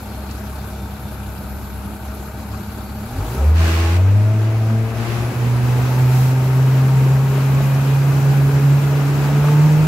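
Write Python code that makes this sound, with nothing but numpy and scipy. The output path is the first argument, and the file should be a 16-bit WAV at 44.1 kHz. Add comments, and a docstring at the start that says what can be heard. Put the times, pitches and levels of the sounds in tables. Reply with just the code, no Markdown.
"""The low chug of a four-cylinder outboard idling, heard from the deck of a metal boat, with a stereo
microphone facing the stern. After three seconds the motor opens up and climbs in speed. The exhaust booms
through water and hull, the block clatters and sizzles under its cowl, and a loose panel buzzes at some
speeds. The wake grows behind the boat and water slaps the hull, over a light rumble of wind."""
import sys
import numpy as np
from scipy import signal
from scipy.fft import rfft, irfft, next_fast_len
from scipy.io import wavfile

SR = 44100
rng = np.random.default_rng(int(sys.argv[2]) if len(sys.argv) > 2 else 0)


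def wav_record(signal):
    """Record a signal, one row per channel, as 16-bit PCM in the file named by sys.argv[1]."""
    frames = np.transpose(np.atleast_2d(signal))
    bounded = np.clip(frames, -1, 1)
    # unit amplitude maps onto the largest positive 16-bit level
    quanta = np.round(bounded * 32767).astype(np.int16)
    wavfile.write(sys.argv[1], SR, quanta)


N = 435266

# Resonances of the motor's cowl. Each row: pitch in Hz, nominal width in Hz, level in dB.
COWL_MODES = [(627.6, 37, -2), (775, 65, -1), (894, 81, -2), (1300, 290, -7.5), (1490, 85, -14.5),
              (2310, 310, -17.5), (4040, 660, -17), (7460, 400, -19)]


def from_db(db):
    """Decibels to gain."""
    return np.exp(np.asarray(db) * (np.log(10) / 20))


def rms_one(x):
    """Scales to rms 1."""
    return x / np.sqrt(np.mean(x ** 2) + 1e-20)


def in_time(rows):
    """Rows led by a time in seconds become one curve per further column, a value per sample."""
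    seconds, *columns = np.transpose(rows)
    return [np.interp(np.arange(N) / SR, seconds, column) for column in columns]


def at_hz(points, hz):
    """Reads a table on a log-frequency axis."""
    points_hz, values = np.transpose(points)
    return np.interp(np.log(hz), np.log(points_hz), values)


def drift(rate_hz):
    """Slow random wander of rms 1."""
    r = np.exp(-80 * np.pi * rate_hz / SR)
    slow = signal.lfilter([1], [1, -2 * r, r * r], rng.standard_normal(N // 40 + 2002))[2000:]
    return np.interp(np.arange(N) / 40, np.arange(len(slow)), rms_one(slow))


def resonate(x, hz, width):
    """Two-pole resonance, gain 1 at its peak."""
    r = np.exp(-np.pi * width / SR)
    feedback = [1, -2 * r * np.cos(2 * np.pi * hz / SR), r * r]
    return signal.lfilter((1 - r * r) / 2 * np.array([1, 0, -1]), feedback, x)


def resonate_twice(x, hz, width):
    """Two passes through one resonance, for steeper flanks."""
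    return resonate(resonate(x, hz, width), hz, width)


def body(drive, modes):
    """A shaken structure: steep resonances in parallel, signs alternating; rms 1."""
    return rms_one(sum((-1) ** k * from_db(db) * rms_one(resonate_twice(drive, hz, 1.17 * width))
                       for k, (hz, width, db) in enumerate(modes)))


def spread(mid, side, hz):
    """Left and right at rms 1: low sounds sit in the centre, high ones wide."""
    return rms_one(mid + np.clip(hz / 4000, 0, 1) * side * [[1], [-1]])


def banded_noise(spectrum, pan, flicker_db):
    """Third-octave bands of stereo noise, each with its own level, flicker, side and width; rms 1."""
    # How alike the microphone's sides are. Each row: frequency in Hz, correlation from 0 to 1.
    likeness = [(150, 1), (300, 0.85), (550, 0.8), (950, 0.69), (1500, 0.1), (2400, 0.11), (6000, 0.09),
                (15000, 0.09)]
    out, shared_flicker = np.zeros((2, N)), drift(5.0)
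    edges_hz = 160 * 2 ** np.arange(0, 6.9, 1 / 3)
    white = rng.standard_normal((2, 2, N))
    for k, (low, high) in enumerate(zip(edges_hz, edges_hz[1:])):
        band = signal.butter(2, [low, high], "band", fs=SR, output="sos")
        mid, side = signal.sosfilt(band, white[k % 2])
        hz = np.sqrt(low * high)
        alike = np.clip(at_hz(likeness, hz), 0, 1)
        gain = from_db(at_hz(spectrum, hz) + flicker_db * (0.46 * shared_flicker + drift(17.0)))
        balance = from_db(at_hz(pan, hz) / 2 * np.array([[1], [-1]]))
        mid, side = gain * np.sqrt(1 + alike) * mid, gain * np.sqrt(1 - alike) * side
        out += balance * [mid + side, mid - side]
    return rms_one(out)


def firing_clicks(firings, uneven_db):
    """One click per firing, its strength set by cylinder and by chance."""
    # Each entry: one cylinder's strength in dB.
    cylinder_db = [-1.5, 1.5, -2.5, 0]
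    count = np.floor(firings).astype(int)
    chance_db = uneven_db * rng.standard_normal(count[-1] + 1)[count]
    return np.diff(count, prepend=0) * from_db(np.take(cylinder_db, count % 4) + chance_db)


def firing_swell(firings, depth):
    """A gain that jumps at each firing, then dies away."""
    return 1 - depth + depth * 2.4 * np.exp(-2.5 * (firings % 1))


def wind():
    """Light, lumpy wind rumble, different on each side of the microphone."""
    band = signal.butter(2, [25, 90], "band", fs=SR, output="sos")
    rumble = signal.sosfilt(band, rng.standard_normal((2, N)))
    return from_db(-50 + 5.0 * drift(1.2)) * rms_one(rumble)


def thin_tones():
    """Thin tones swell and fade in the background: noise through narrow resonances."""
    # Each row: start and end in seconds, pitch in Hz, nominal width in Hz, level in dB.
    tones = [(0.125, 0.34, 4300, 40, -58), (0.498, 1.35, 3590, 61, -59.5), (2.6, 3.15, 4540, 50, -58.5),
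             (1.3, 1.8, 11960, 121, -48.5), (1.85, 3.1, 11900, 89.5, -56), (3.101, 3.24, 796, 30, -42),
             (3.287, 3.4, 903, 37, -42), (3.334, 3.44, 1298, 46, -43), (3.39, 3.48, 534, 29.9, -34.5),
             (4.997, 5.7, 10100, 69.95, -62), (6.3, 9.2, 11830, 60, -55), (6.75, 7.8, 1100, 36, -44.5),
             (7.403, 8.1, 2447, 65, -53)]
    # Eight fainter, high ones come and go by chance during the idle.
    faint = [(2 * a, 2 * a + .4 + b, 9700 + 2800 * c, 80, -63) for a, b, c in rng.random((8, 3))]
    out = np.zeros((2, N))
    for start, end, hz, width, level_db in tones + faint:
        i, j = round(start * SR), round(end * SR)
        mid, side = resonate_twice(rng.standard_normal((2, j - i)), hz, width)
        swell = np.sin(np.linspace(0, np.pi, j - i)).clip(0) ** 0.23
        out[:, i:j] += from_db(level_db) * spread(mid, side, hz) * swell
    return out


def gurgle(wake_db):
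    """Air pockets in the wake burst in clumps and ring for a few cycles."""
    sizes = from_db(2.3 * np.minimum(rng.exponential(1, N), 5)) * rng.choice([-1, 1], N)
    bursts = rng.random(N) < 400 * from_db(5.0 * drift(5.0)) / SR
    pitches_hz, pitch_index = np.geomspace(230, 1500, 14), rng.integers(0, 14, N)
    pops = sum(resonate(sizes * bursts * (pitch_index == k) + 1e-18, hz, hz / 4.7) * (500 / hz) ** 0.96
               for k, hz in enumerate(pitches_hz))
    return from_db(wake_db - 12.0) * rms_one(pops)


def wake(firing_hz):
    """Water churns and gurgles astern; the fine spray comes up fully only at speed."""
    # Each row: time in seconds, level in dB.
    levels = [(0, -44.5), (2, -47.5), (3.1, -44.5), (3.45, -33), (4, -31.5), (4.7, -32.5), (5.8, -27.5),
              (6.6, -29.5), (8, -28.5), (9.87, -27)]
    # Each row: frequency in Hz, relative spectral density in dB.
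    spectrum = [(200, 3), (300, 0.5), (600, -1.5), (1000, -4), (1700, -14.5), (2500, -18), (4000, -22),
                (7000, -22.5), (10000, -25), (15800, -22.5)]
    # Each row: frequency in Hz, left minus right in dB.
    pan = [(60, -12), (180, 6.5), (550, 1.5), (1650, 4), (4970, 0), (15000, 2)]
    wake_db, = in_time(levels)
    churn = banded_noise(spectrum, pan, flicker_db=1.0)
    spray = churn - signal.sosfilt(signal.butter(1, 5000, fs=SR, output="sos"), churn)
    spray_cut = 0.35 * np.clip((127 - firing_hz) / 12, 0, 1)
    return from_db(wake_db) * (churn - spray_cut * spray) + gurgle(wake_db)


def ticks_and_slaps():
    """Ticks on the motor are short puffs of noise; slaps of water on the hull last longer and knock."""
    # Each row: start in seconds, level in dB, pitch in Hz.
    hits = [(0.31, -24, 5000), (1.195, -35, 10980), (6.427, -19, 390), (7.009, -21, 440),
            (7.063, -15.5, 402), (7.356, -26, 365.3), (7.381, -19, 594), (7.605, -15, 643),
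            (8.397, -24, 345), (8.493, -21, 411), (8.701, -22, 310), (9.188, -22, 320),
            (9.4425, -14.5, 631), (9.448, -22, 900), (9.485, -14.5, 1234), (9.515, -18.5, 690)]
    out, t = np.zeros((2, N)), np.arange(3000) / SR
    for start, level_db, hz in hits:
        width = np.maximum(0.11 * hz, hz ** 2 / 5000)
        mid, side = resonate(rng.standard_normal((2, len(t))), hz, width)
        puff = spread(mid, side, hz) * np.exp(-t / (0.0082 + 3.1 / hz))
        knock = np.clip(1 - hz / 4000, 0, 1) * np.sin(2 * np.pi * hz * t) * np.exp(-t * hz / 2.0)
        i = round(start * SR)
        out[:, i:i + len(t)] += from_db(level_db) * (1.45 * knock + 0.18 * puff)
    return out


def panel_buzz(firings):
    """In four set spells a loose panel on board taps once per firing and rasps in between."""
    # Each row: start, loudest moment and end in seconds, rasp at its loudest and at the end in dB,
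    # tilt of the rasp in dB per octave, taps at their loudest in dB.
    spells = [(3.115, 3.36, 3.46, -45, -48, 9, -41), (3.562, 3.68, 3.98, -26.5, -32.5, -5, -26),
              (4.951, 5.1, 5.26, -34.5, -38.5, -5.5, -32.5), (6.079, 6.161, 6.32, -35, -37, 2.5, -58)]
    # Each row: pitch in Hz, nominal width in Hz, level in dB.
    panel_modes = [(336, 34, 7), (414, 35, -1), (641, 34, -2.5), (834, 19, -1), (1090, 75, -2.5)]
    out, t = np.zeros((2, N)), np.arange(N) / SR
    pulsing_noise = firing_swell(firings, depth=0.2) * rng.standard_normal((2, N))
    clicks = firing_clicks(firings, uneven_db=4.0)
    for start, loudest, end, top_db, end_db, tilt_db, taps_db in spells:
        i, j = round((start - .1) * SR), round((end + .1) * SR)
        hz = np.maximum(np.fft.rfftfreq(j - i, 1 / SR), 900)
        rasp = irfft(rfft(pulsing_noise[:, i:j]) * from_db(tilt_db * np.log2(hz / 1000)), j - i)
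        taps = from_db(taps_db - top_db) * body(clicks[i:j], panel_modes)
        swell = np.interp(t[i:j], [start - .03, start + 0.026, loudest, end - .01, end + 0.014],
                          from_db([-200, top_db - 4.0, top_db, end_db, -200]))
        out[:, i:j] += swell * (rms_one(rasp) + taps)
    return signal.sosfilt(signal.butter(2, 260, "high", fs=SR, output="sos"), out)


def sizzle(firing_hz, sizzle_db):
    """Soft, high sizzle from under the cowl, a little to the left; its centre shifts with speed."""
    # Each row: centre in Hz, nominal width in Hz, then relative level in dB at each of three speeds.
    bands = [(10400, 500, -5.5, -12, -26), (11170, 440, -10, 1, -9), (11870, 770, 0, -12, -10),
             (12350, 370, -3.5, -11, -2.5)]
    # Those three speeds, in firings per second.
    speeds_hz = [36, 118.8, 131.4]
    out = 0
    for hz, width, *by_speed_db in bands:
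        band = rms_one(resonate_twice(rng.standard_normal((2, N)), hz, width))
        out = out + from_db(np.interp(firing_hz, speeds_hz, by_speed_db) + 1.2 * drift(2.5)) * band
    return from_db(sizzle_db) * from_db([[1.5], [-1.5]]) * out


def housing_whine(firings, firing_hz):
    """The twelfth multiple of the firing rate sings while it crosses a housing resonance."""
    in_tune = 1 / (1 + ((12 * firing_hz - 1665) / 30) ** 2)
    gain = from_db(-49.0 + 1.72 * drift(5.9)) * in_tune
    return gain * np.sin(2 * np.pi * 12 * firings + 0.78 * drift(2.9))


def cowl_growl(firings, firing_hz, growl_db):
    """Firings ring the cowl, just left of centre: a multiple stands out as it passes a resonance."""
    kicks = firing_clicks(firings, uneven_db=2.0) * np.sqrt(SR / firing_hz)
    return from_db(growl_db) * body(kicks, COWL_MODES[:4]) * from_db([[1.0], [-1.0]])


def valve_clatter(firings, clatter_db):
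    """Valve gear and chain: noise swelling at each firing, with the cowl ringing along."""
    # Each row: frequency in Hz, relative spectral density in dB.
    spectrum = [(200, 8.5), (300, 8), (500, 1.5), (800, -3.5), (1100, -2), (1500, -8), (2000, -20.5),
                (3500, -15), (6000, -18), (9000, -17.5), (12000, -12), (15800, -25)]
    # Each row: frequency in Hz, left minus right in dB.
    pan = [(60, 0.5), (180, 0.5), (550, 1.8), (1650, 7.6), (4970, 0.33), (15000, 1.5)]
    cowl = sum(from_db(db) * rms_one(resonate_twice(rng.standard_normal(N), hz, 1.37 * width))
               for hz, width, db in COWL_MODES)
    clatter = banded_noise(spectrum, pan, flicker_db=2.0) + from_db([[-7], [-9]]) * cowl
    return from_db(clatter_db) * firing_swell(firings, depth=0.13) * clatter


def hull_and_deck(firings, firing_hz, throb_db, drum_db):
    """Firings and churned water, calmer at idle, make the hull throb and the deck drum underfoot."""
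    # Each row, in both: pitch in Hz, nominal width in Hz, level in dB.
    hull_modes = [(46, 46, -27), (70.2, 17, -4), (104.2, 18, -7), (130.2, 37, -9)]
    deck_modes = [(165.6, 23, 0.5), (215, 29.5, 4), (350, 29, -18), (390, 42, -2), (448.6, 15, -1.5)]
    kicks = firing_clicks(firings, uneven_db=1.0) * np.sqrt(SR / firing_hz)
    water = np.interp(firing_hz, [35, 60], [0.4, 1.1]) * rng.standard_normal(N)
    drive = 0.56 * kicks + water
    throb = from_db(throb_db) * body(drive, hull_modes)
    drumming = from_db(drum_db + 0.4 * drift(2.1)) * body(drive, deck_modes)
    return throb + drumming


def exhaust(firings, firing_hz, boom_db):
    """A boom at the firing rate, with overtones; at idle strong and weak firings alternate and chug."""
    # The boom dips briefly. Each row: time in seconds, depth in dB.
    dips = [(4.519, 4), (5.334, 20), (7.856, 4), (8.132, 4), (8.21, 4.5), (8.34, 3), (8.51, 4.5), (8.6, 5),
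            (8.81, 3.5), (9.13, 1), (9.22, 2)]
    # Each row: multiple of the firing rate, idle level in dB, firing rate in Hz up to which that holds,
    # level under load in dB, flutter under load in dB.
    overtones = [(2, -33, 40, -37, 2.5), (3, -36, 40, -44.5, 2), (4, -43, 38, -52.5, 3.5),
                 (6, -37, 68, -55, 1.5), (7, -59, 40, -58.5, 1.5)]
    # The boat's resonances lift a loaded overtone. Each row: centre in Hz, width in Hz, lift in dB.
    lifts = [(92, 12, 13), (164.4, 7.4, 5), (223.3, 4.4, 12.5), (246.7, 19.9, 5), (299.4, 25, 4.5),
             (326.5, 12, 10.5), (404, 21, 8.5), (440, 29, 11), (633.4, 67, 21), (696, 20, 10),
             (795, 51.6, 12), (890, 44.6, 19)]
    t, speeds_hz = np.arange(N) / SR, np.arange(30., 160)
    idle = np.clip((60 - firing_hz) / 25, 0, 1)
    chug_db = idle * (2.0 * np.cos(np.pi * firings + 1.6 * drift(2.4)) + np.cos(np.pi * firings / 2))
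    dip_db = sum(np.interp(t, [s - 0.028, s, s + 0.028], [0, db, 0]) for s, db in dips)
    partials = [(1, boom_db - dip_db)]
    for multiple, idle_db, holds_hz, load_db, flutter_db in overtones:
        load = np.clip((firing_hz - holds_hz) / 7.0, 0, 1)
        lift_db = sum(db / (1 + (2 * (multiple * speeds_hz - hz) / width) ** 2)
                      for hz, width, db in lifts)
        loaded_db = load_db + np.interp(firing_hz, speeds_hz, lift_db) + flutter_db * drift(3.73)
        partials.append((multiple, idle_db + load * (loaded_db - idle_db)))
    out = 0
    for multiple, level_db in partials:
        waver_db = (0.5 * min(multiple, 4) + 1.3 * idle) * drift(14.0)
        phase_slip = (0.11 * multiple + 0.33 * idle) * drift(9.3)
        tone = np.sqrt(2) * np.sin(2 * np.pi * multiple * firings + phase_slip)
        out = out + from_db(level_db + waver_db + chug_db) * tone
    return out


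def scene():
    """From the deck: the motor near the middle, water and wind around it."""
    # Each row: time in seconds, firing rate in Hz, level of the exhaust boom in dB.
    motor_run = [(0.0, 34.28, -54), (1.5, 33.93, -64), (3.0, 34.92, -45), (3.1, 38.22, -37),
                 (3.21, 48.54, -22), (3.34, 62.4, -35), (3.39, 66.77, -18), (3.47, 75.15, -10),
                 (3.6, 82.2, -11), (3.72, 82.05, -14), (3.9, 83.9, -13.5), (4.05, 95.7, -10.5),
                 (4.18, 103.9, -10.5), (4.32, 108.0, -14.5), (4.8, 111.9, -16), (4.92, 113.3, -25),
                 (5.28, 119.5, -21.5), (5.53, 121.7, -15), (5.92, 126.4, -16), (6.04, 127.6, -11),
                 (6.45, 129.5, -14), (6.62, 130.9, -12), (7.17, 133.2, -11.5), (7.28, 134.7, -14.5),
                 (8.0, 137.2, -13), (8.55, 138.8, -11), (8.7, 140.2, -9.5), (8.86, 140.2, -14),
                 (9.27, 141.7, -14.5), (9.47, 146.5, -12), (9.66, 150.6, -9), (9.87, 153.2, -13)]
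    # Each row: firing rate in Hz, then hull throb, deck drumming, growl, clatter and sizzle in dB.
    levels_by_speed = [(34, -33.5, -44.5, -51, -37, -52.5), (48.04, -27, -43, -41, -34, -57),
                       (68, -32.5, -32, -57, -32.5, -58), (83.4, -34, -42, -45, -41.5, -64),
                       (108, -38, -36.5, -55, -47, -58), (116.25, -30, -36, -57, -40, -52),
                       (121.15, -30, -37, -48, -49, -51), (126.6, -30, -38.5, -48, -42, -45),
                       (132, -33, -31, -37.5, -39.5, -51), (138, -31, -32.5, -40.5, -38, -49.5),
                       (145.66, -31, -32.5, -29.5, -58, -54), (151.2, -27, -35.5, -47, -48, -59)]
    # Each row: time in seconds, left minus right in dB.
    bass_pan = [(0.0, 0), (3.82, 0), (4.12, 1), (4.73, 0.5), (5.09, 6.5), (5.39, -2.5), (7.04, 0.5),
                (8.05, -1.5), (9.87, -1)]
    firing_hz, boom_db = in_time(motor_run)
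    firings = np.cumsum(firing_hz) / SR   # running count, rising by 1 per firing
    speeds_hz, *columns = np.transpose(levels_by_speed)
    throb_db, drum_db, growl_db, clatter_db, sizzle_db = [
        np.interp(firing_hz, speeds_hz, column) for column in columns]
    bass = exhaust(firings, firing_hz, boom_db) + hull_and_deck(firings, firing_hz, throb_db, drum_db)
    # The bass reaches the microphone's sides a little apart in level and time as the boat rocks.
    late_bass = (0.05 + 0.039 * drift(2.0)) * np.roll(bass, 80)
    pan_db, = in_time(bass_pan)
    bass = bass * from_db(pan_db / 2 * [[1], [-1]]) + late_bass * [[1], [-1]]
    block = cowl_growl(firings, firing_hz, growl_db) + valve_clatter(firings, clatter_db)
    block += housing_whine(firings, firing_hz)
    return (bass + block + wake(firing_hz) + sizzle(firing_hz, sizzle_db) + panel_buzz(firings)
            + ticks_and_slaps() + thin_tones() + wind())


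def record(dry):
    """The microphone in its housing lifts the upper mids; the deepest bass and the very top are cut."""
    # Each row: frequency in Hz, gain in dB.
    response = [(1000, -0.5), (1550, 5), (1850, 4.5), (2600, 7.5), (3200, 3), (4500, 3.6), (5200, 2.6),
                (7400, 2), (8800, -2), (11800, 0.5), (13800, -0.5), (15800, -1)]
    size = next_fast_len(N)
    colour = from_db(at_hz(response, np.fft.rfftfreq(size, 1 / SR) + 1))
    x = irfft(rfft(dry, size) * colour, size)[:, :N]
    x = signal.sosfilt(signal.butter(2, 35, "high", fs=SR, output="sos"), x)
    return signal.sosfilt(signal.ellip(14, .2, 85, 15700, fs=SR, output="sos"), x)


dry = scene()
out = record(dry)
wav_record(out)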